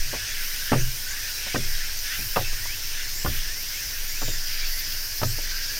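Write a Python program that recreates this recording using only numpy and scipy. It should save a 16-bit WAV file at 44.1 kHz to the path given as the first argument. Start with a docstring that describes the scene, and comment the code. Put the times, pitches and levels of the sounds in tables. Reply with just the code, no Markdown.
"""Footsteps on a plank deck among summer insects

Someone climbs wooden stairs and crosses a plank deck outdoors, carrying a mono microphone.
Each sole's blows ring plank modes, the joists boom as slow damped sines, and the tower sways
below hearing pitch. Cicadas, crickets and katydids are bands of shaped noise, with bending notes,
pulsed hiss and a comb of overtones for the nearer singers."""
import sys
import numpy as np
from scipy import signal
from scipy.fft import rfft, irfft, next_fast_len
from scipy.io import wavfile
from scipy.ndimage import uniform_filter1d, map_coordinates

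SR = 44100
rng = np.random.default_rng(int(sys.argv[2]) if len(sys.argv) > 2 else 0)


def attenuation_scalar(level_db):
    """Turn a level in dB into a linear amplitude multiplier (20 dB per decade)."""
    decades = np.asarray(level_db, float) / 20
    return 10 ** decades


def waveform_to_disk(signal):
    """Save audio, clipped to [-1, 1], as 16-bit WAV at the path in sys.argv[1]."""
    frames = np.transpose(np.atleast_2d(signal))
    scaled = np.clip(frames, -1, 1) * 32767
    samples = np.round(scaled).astype(np.int16)
    wavfile.write(sys.argv[1], SR, samples)


N = 255335  # samples

# Sway of the tower. Each row: time in seconds, rms level in dB before the random waver.
SWAY = [(0.0, -24), (0.29, -48.5), (0.32, -32.5), (0.72, -29.5), (0.85, -15), (0.97, -35), (1.24, -33.5),
        (1.8, -24.5), (2.27, -38.5), (2.32, -30.5), (2.52, -20), (2.6, -40), (2.63, -29.5), (3.32, -29.5),
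        (3.37, -22.5), (3.81, -42), (4.01, -26.5), (4.18, -34), (4.35, -22), (4.48, -32), (4.53, -24.5),
        (5.19, -34), (5.4, -23), (5.79, -34.5)]
SWAY_HZ, SWAY_DRIFT_HZ_PER_S, SWAY_WAVER_HZ, SWAY_WAVER_DB = 14.5, 0.65, 1.29, 3.5
RUMBLE_DB, HUSH_DB = -44.5, -53.5  # rms of the steady wind rumble and of the leaves
# The frame's shudder: rise in seconds, rms in dB for a 0 dB load, change in dB per dB of load.
SHUDDER_RISE_S, SHUDDER_DB, SHUDDER_FOLLOWS = 0.07, -36.5, 0.16

# Noise spectra, relative. Each row: frequency in Hz, density in dB per Hz.
RUMBLE_SPECTRUM = [(6, -32), (12, -8), (25, 4.5), (35, 2.5), (60, -3), (110, -6), (150, -21.5), (220, -60)]
HUSH_SPECTRUM = [(100, -50), (160, 1), (400, 1.5), (800, -1), (1200, 0.5), (1600, -56)]
LOW_CICADA_SPECTRUM = [(900, -55), (1250, -12), (1500, 0), (1700, 1.5), (2100, -1.5), (3000, -1),
                       (4000, -4.5), (4600, -11)]
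MAIN_CICADA_SPECTRUM = [(3600, -12), (4200, -5), (4800, 1), (5400, 2.5), (6000, 0.5), (6600, -4),
                        (7500, -8), (8200, -30)]
CRICKET_SPECTRUM = [(7000, -44), (7800, 2.5), (8500, 1.5), (9000, 8), (9500, 1.5), (10500, -5),
                    (11500, -38)]
KATYDID_SPECTRUM = [(9500, -15.5), (10800, -7.5), (12500, -5.5), (14200, 0), (15300, -4.5), (16000, -5),
                    (17000, -60)]

# Insect chorus before its random swelling.
# Each row: time in seconds, low cicadas in dB, main cicadas in dB, crickets in dB.
CHORUS = [(0.0, -39, -34.5, -43.5), (0.29, -36.5, -35, -43.5), (0.37, -38, -36.5, -43),
          (0.66, -36.5, -34.5, -44), (0.72, -34.5, -34.5, -43), (0.89, -41.5, -36, -44),
          (1.27, -37, -35, -43.5), (4.0, -39, -35, -46), (5.79, -38, -35.5, -46.5)]
# Depth of random swelling. One row: low cicadas, main cicadas, crickets, far katydids, all in dB.
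FLUTTER_DB = 1.3, 0.4, 0.55, 1
FAR_KATYDIDS_DB = -40

# Short notes inside the chorus. Each row: middle frequency in Hz, spread in octaves, number of notes,
# length in seconds, upward bend in octaves, middle peak level in dB.
CROWD = [(1650, .08, 60, .14, .04, -49), (2150, .3, 110, .16, .35, -51), (5400, .12, 220, .14, .008, -47),
         (9000, .04, 60, .1, .004, -58), (13800, .1, 250, .08, .003, -53)]

# The body's weight on the joists. Each row: start in seconds, level in dB, loudest region in Hz,
# its spread in octaves, tuning of that span as a factor.
LOADS = [(.05, -41.5, 126, 0.22, 1.08), (.72, -20, 130, 0.33, 1.02), (.81, -30.5, 123, 0.14, 1.04),
         (1.548, -32, 110, 0.56, 1), (2.187, -40, 110, .3, 1.05), (2.362, -31, 110, .33, 1.0),
         (3.253, -28, 72, 0.88, 1.03), (4.216, -37.5, 100, 0.53, 1.02), (5.222, -23, 109.3, 0.34, 0.98)]
# Joist modes. Each row: frequency in Hz before tuning, relative level in dB, rise in seconds.
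JOIST_MODES = [(64.4, 2.5, 0.023), (98, -1.5, 0.028), (123, 0.5, 0.031), (140.3, -6.5, .04),
               (181.5, -6, .016)]

# Single whines of nearer singers. Each row: start in seconds, length in seconds, first frequency in Hz,
# last frequency in Hz, gain in dB.
GLIDES = [(.1, 0.18, 1600, 1800, -42), (.29, 0.055, 1800, 3300, -49), (.24, 0.13, 3220, 3680, -46),
          (.48, 0.12, 2100, 3020, -46), (.58, 0.19, 1550, 2000, -41), (1.05, 0.18, 1500, 2200, -45),
          (1.32, 0.1, 3950, 3960, -47.5), (1.47, .11, 2100, 2920, -42), (1.58, 0.073, 2100, 2760, -47),
          (2.02, 0.23, 1620, 2860, -41.5), (2.44, 0.045, 2620, 2600, -35.5),
          (2.58, 0.19, 1783, 2990, -41.5), (3.03, .08, 1900, 2400, -43), (3.42, .2, 1650, 2290, -45),
          (3.7, .16, 2050, 3200, -43.5), (3.57, .083, 12700, 12900, -44), (4.06, .097, 12800, 12800, -48),
          (4.1, .11, 2100, 2990, -43), (4.26, .13, 3720, 3450, -43), (4.68, .13, 10800, 10700, -47),
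          (4.7, .15, 1900, 2340, -46.5), (5.45, 0.39, 1550, 1750, -45)]
# Breathy chirps above the main chorus. Each row: start in seconds, length in seconds,
# first frequency in Hz, last frequency in Hz, gain in dB.
CHIRPS = [(.25, .086, 6200, 6870, -39), (.77, 0.061, 5900, 6700, -34.5), (1.07, 0.073, 6400, 6900, -38),
          (1.54, 0.058, 6440, 7250, -41), (1.96, 0.06, 6100, 6900, -36), (2.64, .071, 6300, 7240, -42),
          (3.13, .12, 7000, 7950, -40), (4.2, .19, 7140, 7070, -38), (5.24, .12, 7000, 10200, -42)]
GLIDE_WIDTH_HZ, CHIRP_WIDTH_HZ = 155, 1200

# Sole contacts. Each row: start in seconds, level in dB, roll in seconds, loudest region in Hz,
# its spread in octaves.
STEPS = [(0.13, -35.5, 0.023, 664, 0.73), (0.718, -19, 0.012, 402, 1.4), (.731, -25, 0.011, 800, 1.4),
         (.748, -31, 0.02, 497, 0.44), (1.465, -45, 0.0095, 730, 0.36), (1.545, -26.5, 0.012, 352, 1.3),
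         (1.556, -29, 0.0057, 1770, 0.34), (1.565, -29, 0.0091, 298, 0.79),
         (2.188, -41.5, 0.0079, 248, 0.82), (2.36, -27, 0.006, 1750, 0.85), (2.366, -22.5, .017, 780, 0.6),
         (2.41, -39, 0.0071, 400, 0.55), (2.53, -50.5, 0.008, 800, 1.2), (2.654, -45, 0.0087, 1060, 0.27),
         (3.248, -30, 0.0069, 342, 1.6), (3.26, -32, 0.012, 1580, 0.47), (3.27, -33, 0.023, 281, 1.2),
         (4.217, -40.5, 0.0039, 1310, 1.5), (4.221, -36, 0.01, 498, 1.9), (4.281, -37.5, 0.0056, 404, 0.73),
         (4.871, -49.5, 0.011, 201, 0.58), (5.214, -32, 0.014, 500, 1.9), (5.231, -28, 0.0038, 700, 1.8),
         (5.245, -40, 0.014, 237, 0.42), (5.382, -43, 0.011, 550, 1), (5.77, -53, 0.019, 399, 1.5)]
# Plank modes. Each row: frequency in Hz before detuning, relative level in dB, 60 dB decay in seconds.
PLANK_MODES = [(174, -4.5, 0.35), (228.5, 0.5, 0.2), (285, 3.5, 0.102), (343.6, -5.5, 0.18),
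               (365.5, -5.5, 0.26), (415.5, -7.5, 0.18), (474, 0, 0.1), (532, -1.5, 0.12), (591, 2, 0.093),
               (642, 3, 0.042), (700, -6, 0.1), (723, -12, .09), (757, 1.5, 0.043), (834, -12, 0.18),
               (835, -29, 0.046), (934, 12.5, 0.026), (950, -26, 0.053), (1104, 1.5, 0.024),
               (1156, 10, 0.011), (1200, 5, 0.047), (1300, 0, 0.073), (1500, 8.5, 0.028), (1620, -19, .035),
               (1800, 2, 0.045), (1920, -25, .03), (2200, 2, 0.031), (2710, 12, 0.022), (3260, 1, 0.012),
               (4500, -18, .015)]
TICK_HZ, TICK_DB = 2800, -21.5  # the sole's hard edge, relative to the contact's loudest region

# Rasps of nearer katydids. Each row: start in seconds, length in seconds, level in dB.
RASPS = [(0.298, 0.11, -43), (.4, .29, -38.5), (.78, 0.26, -42), (1.25, 0.18, -45), (1.5, 0.28, -43.5),
         (1.98, .14, -42), (2.13, .3, -37.5), (2.62, 0.31, -45), (3.12, .06, -42), (3.24, 0.16, -37),
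         (3.47, .03, -46), (3.567, 0.44, -42), (4.017, 0.38, -42), (4.66, .17, -37), (4.879, 0.24, -39),
         (5.143, .07, -37.5), (5.22, 0.22, -39.5), (5.7, .12, -41)]
RASP_EDGE_S = 0.03

# A ticking katydid. One row: frequency in Hz, width in Hz, start in seconds, end in seconds, gain in dB,
# pulses per second, time of one pulse's peak in seconds.
TICKER = (15350, 1200, 3.85, 4.66, -44, 14.4, 4.605)

# One near cicada before its pumping. Each row: time in seconds, drum-membrane clicks per second,
# level in dB.
BUZZ = [(3.9, 203, -75), (4.25, 204, -45), (4.4, 204.8, -40), (4.6, 205.7, -37), (5.0, 206.3, -38.5),
        (5.2, 208, -41.5), (5.46, 209, -37.5), (5.79, 208.8, -38.5)]
# Its overtones as the abdomen shifts. Each row: multiple of the click rate, early relative level in dB,
# late relative level in dB.
OVERTONES = [(20, -17, -10), (21, -14, -18), (22, -3, -3), (23, -15, -8), (24, 0, -2), (25, -7, -11),
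             (26, -10, -6), (27, -11, -11), (28, -13, -8), (29, -13, -7), (31, -19, -11)]


def unit(x):
    """Normalisation: dividing a signal by its rms gives it unit power."""
    return x / np.sqrt(np.mean(np.abs(x) ** 2) + 1e-20)


def curves(rows):
    """Linear interpolation: each column after the time becomes one value per sample."""
    s, *columns = np.transpose(rows)
    return [np.interp(np.arange(N) / SR, s, column) for column in columns]


def wobble(rate, length=N):
    """Band-limited chance: a smooth curve through random knots, so many a second."""
    knots = rng.standard_normal(int(length * rate * 1.5 / SR) + 4)
    return map_coordinates(knots, [np.arange(length) * rate / SR])


def swell(start, rise):
    """Critically damped response: zero before the start, 1 after the rise time, then dying away."""
    u = np.maximum(np.arange(N) / SR - start, 0) / rise
    return u * np.exp(1 - u)


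def hiss(spectrum, patchy_db):
    """Filtered noise: random patches of gain in time and frequency, then a spectrum, at rms 1."""
    z = signal.stft(rng.standard_normal(N + SR), nperseg=512)[2]
    field = rng.standard_normal(z.shape)
    field = uniform_filter1d(uniform_filter1d(field, 5, 0), 8, 1)
    x = signal.istft(z * attenuation_scalar(patchy_db * unit(field)), nperseg=512)[1]
    m = next_fast_len(len(x))
    f, level = np.transpose(spectrum)
    log_hz = np.log(np.fft.rfftfreq(m, 1 / SR) + 1)
    gain = attenuation_scalar(np.interp(log_hz, np.log(f), level, -120, -120))
    return unit(irfft(rfft(x, m) * gain, m)[:N])


def fuzzy_tone(hz, width_hz):
    """Random modulation of a carrier: the narrower the band, the stronger its steady core."""
    steady = 150 / width_hz
    slow = steady + wobble(width_hz, len(hz)) + 1j * wobble(width_hz, len(hz))
    return (slow * np.exp(2j * np.pi * np.cumsum(hz) / SR)).real


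def air():
    """Low-frequency motion: the tower sways, each load shudders it, wind rumbles and far leaves hush."""
    sway_db, = curves(SWAY)
    sway_hz = SWAY_HZ + SWAY_DRIFT_HZ_PER_S * np.arange(N) / SR + SWAY_WAVER_HZ * wobble(6)
    sway_gain = attenuation_scalar(sway_db + SWAY_WAVER_DB * wobble(9)) * np.sqrt(2)  # rms to peak
    sway = sway_gain * np.sin(2 * np.pi * np.cumsum(sway_hz) / SR)
    shudders = [attenuation_scalar(SHUDDER_DB + SHUDDER_FOLLOWS * db) * swell(s, SHUDDER_RISE_S) for s, db, *_ in LOADS]
    shudder = np.max(shudders, axis=0)
    rumble = (attenuation_scalar(RUMBLE_DB) + shudder) * hiss(RUMBLE_SPECTRUM, patchy_db=1.5)
    hush = attenuation_scalar(HUSH_DB) * hiss(HUSH_SPECTRUM, patchy_db=0.5)
    return sway + rumble + hush


def chorus():
    """Incoherent summation: crowds of far insects blur into four bands of randomly swelling hiss."""
    low_db, main_db, cricket_db = curves(CHORUS)
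    low, main, cricket, far = (attenuation_scalar(db * wobble(8)) for db in FLUTTER_DB)
    low_cicadas = attenuation_scalar(low_db) * low * hiss(LOW_CICADA_SPECTRUM, patchy_db=2.0)
    main_cicadas = attenuation_scalar(main_db) * main * hiss(MAIN_CICADA_SPECTRUM, patchy_db=0.97)
    crickets = attenuation_scalar(cricket_db) * cricket * hiss(CRICKET_SPECTRUM, patchy_db=0.36)
    far_katydids = attenuation_scalar(FAR_KATYDIDS_DB) * far * hiss(KATYDID_SPECTRUM, patchy_db=1.7)
    return low_cicadas + main_cicadas + crickets + far_katydids


def crowd():
    """Superposition: brief notes of middle-distance insects, scattered in time, pitch and loudness."""
    out = np.zeros(N + SR)
    for middle_hz, spread, notes, length, bend, db in CROWD:
        draw = rng.standard_normal((int(notes), 2))  # pitch, loudness
        start = rng.integers(0, N, int(notes))
        u = np.linspace(0, 1, round(length * SR))
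        hz = middle_hz * 2 ** (spread * draw[:, :1] + bend * u ** 2)
        gain = attenuation_scalar(db + 2.0 * draw[:, 1:]) * np.sin(np.pi * u)
        note = gain * np.sin(2 * np.pi * np.cumsum(hz, axis=1) / SR)
        place = start[:, None] + np.arange(len(u))
        out += np.bincount(place.ravel(), note.ravel(), len(out))
    return out[:N]


def joists():
    """Forced beam modes: weight arrives after the contact, so low beams swell up and then die."""
    t = np.arange(N) / SR
    out = np.zeros(N)
    for s, db, centre_hz, spread, tuning in LOADS:
        for hz, level, rise in JOIST_MODES:
            reach_db = -10.2 * (np.log2(hz / centre_hz) / spread) ** 2
            boom = swell(s, rise) * np.sin(2 * np.pi * hz * tuning * (t - s))
            out += attenuation_scalar(db + level + reach_db) * boom
    return out


def whines(rows, width_hz):
    """Frequency glide: a nearer singer's fuzzy note moves ever faster from first to last pitch."""
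    out = np.zeros(N + SR)
    for s, length, first_hz, last_hz, db in rows:
        u = np.linspace(0, 1, round(length * SR))
        note = fuzzy_tone(first_hz + (last_hz - first_hz) * u ** 1.9, width_hz)
        out[round(s * SR):][:len(u)] += attenuation_scalar(db) * np.sin(np.pi * u) ** 0.43 * note
    return out[:N]


def steps():
    """Modal excitation: the sole lands as a short train of tiny blows that ring the plank's modes."""
    out, t = np.zeros(N + SR), np.arange(SR // 5) / SR
    hz, level, t60 = np.transpose(PLANK_MODES)[:, :, None]
    for s, db, roll, centre_hz, spread in STEPS:
        # each contact finds every mode tuned a little differently
        tuned = hz * (1 + 0.038 * rng.normal(0, 1, hz.shape))
        blows = rng.standard_normal(SR // 20) ** 3 * np.exp(-(t[:SR // 20] / roll) ** 1.36)
        modes = attenuation_scalar(-60 * t / t60) * np.sin(2 * np.pi * tuned * t)
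        ring = signal.fftconvolve(blows[None], modes, axes=1)[:, :len(t)]
        ring = ring / np.linalg.norm(ring, axis=1, keepdims=True)
        # the contact's hardness and place set how much energy each mode receives
        body = attenuation_scalar(-7.9 * (np.log2(hz / centre_hz) / spread) ** 2)
        tick = attenuation_scalar(TICK_DB - 13.0 * np.log2(hz / TICK_HZ) ** 2)
        share = attenuation_scalar(level) * (body + tick) * np.sqrt(t60)
        knock = np.sum(share * ring, axis=0) / np.linalg.norm(share)
        # the level is roughly the rms as if the energy filled 20 ms
        out[round(s * SR):][:len(t)] += attenuation_scalar(db) * knock * np.sqrt(SR / 50)
    return out[:N]


def rasps():
    """Gated noise: nearer katydids switch their hiss on, hold it and stop."""
    t = np.arange(N) / SR
    gain = np.zeros(N)
    for s, length, db in RASPS:
        inside = np.minimum(t - s, s + length - t)
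        gain += attenuation_scalar(db) * np.clip(inside / RASP_EDGE_S + 0.5, 0, 1)
    return gain * hiss(KATYDID_SPECTRUM, patchy_db=2.1)


def ticker():
    """Amplitude modulation: a very high band of noise is pulsed into soft puffs."""
    hz, width_hz, start, end, db, rate, peak = TICKER
    t = np.arange(round(start * SR), round(end * SR)) / SR
    fade = np.clip(np.minimum(t - start, end - t) / 0.05, 0, 1)
    puffs = np.cos(np.pi * rate * (t - peak)) ** 4
    note = attenuation_scalar(db) * fade * puffs * fuzzy_tone(np.full(len(t), hz), width_hz)
    return np.pad(note, (round(start * SR), N - round(end * SR)))


def buzz():
    """Harmonic series: regular clicks amount to a comb of overtones; the abdomen pumps level and pitch."""
    first = round(BUZZ[0][0] * SR)
    t = np.arange(first, N) / SR
    pump = np.cos(2 * np.pi * 15.4 * (t - 4.6))  # 15.4 times a second
    rate, level_db = np.array(curves(BUZZ))[:, first:]
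    turns = np.cumsum(rate * (1 - 0.0045 * pump + 0.001 * wobble(30, len(t)))) / SR
    late = np.clip((t - 4.95) / 0.27, 0, 1)
    comb = np.zeros(len(t))
    for k, early_db, late_db in OVERTONES:
        overtone_db = level_db + early_db + late * (late_db - early_db) + 2 * wobble(8, len(t))
        comb += attenuation_scalar(overtone_db) * np.sin(2 * np.pi * (k * turns + rng.random()))
    return np.pad((1 + 0.5 * pump) * comb, (first, 0))


def scene():
    """Sum and difference: one microphone feeds both channels, which differ only by a faint hush."""
    singers = whines(GLIDES, GLIDE_WIDTH_HZ) + whines(CHIRPS, CHIRP_WIDTH_HZ) + rasps() + ticker() + buzz()
    sound = air() + chorus() + crowd() + joists() + steps() + singers
    apart = attenuation_scalar(-69) * hiss(HUSH_SPECTRUM, patchy_db=3)
    return np.array([sound + apart, sound - apart])


def band_limit(x):
    """A steep low-pass at the top of the band."""
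    return signal.sosfilt(signal.butter(12, 15710, fs=SR, output="sos"), x)


def record(dry):
    """Band limit: the finished mix is handed on through a steep low-pass near 15.7 kHz, where the treble ends."""
    return band_limit(dry)


dry = scene()
out = record(dry)
waveform_to_disk(out)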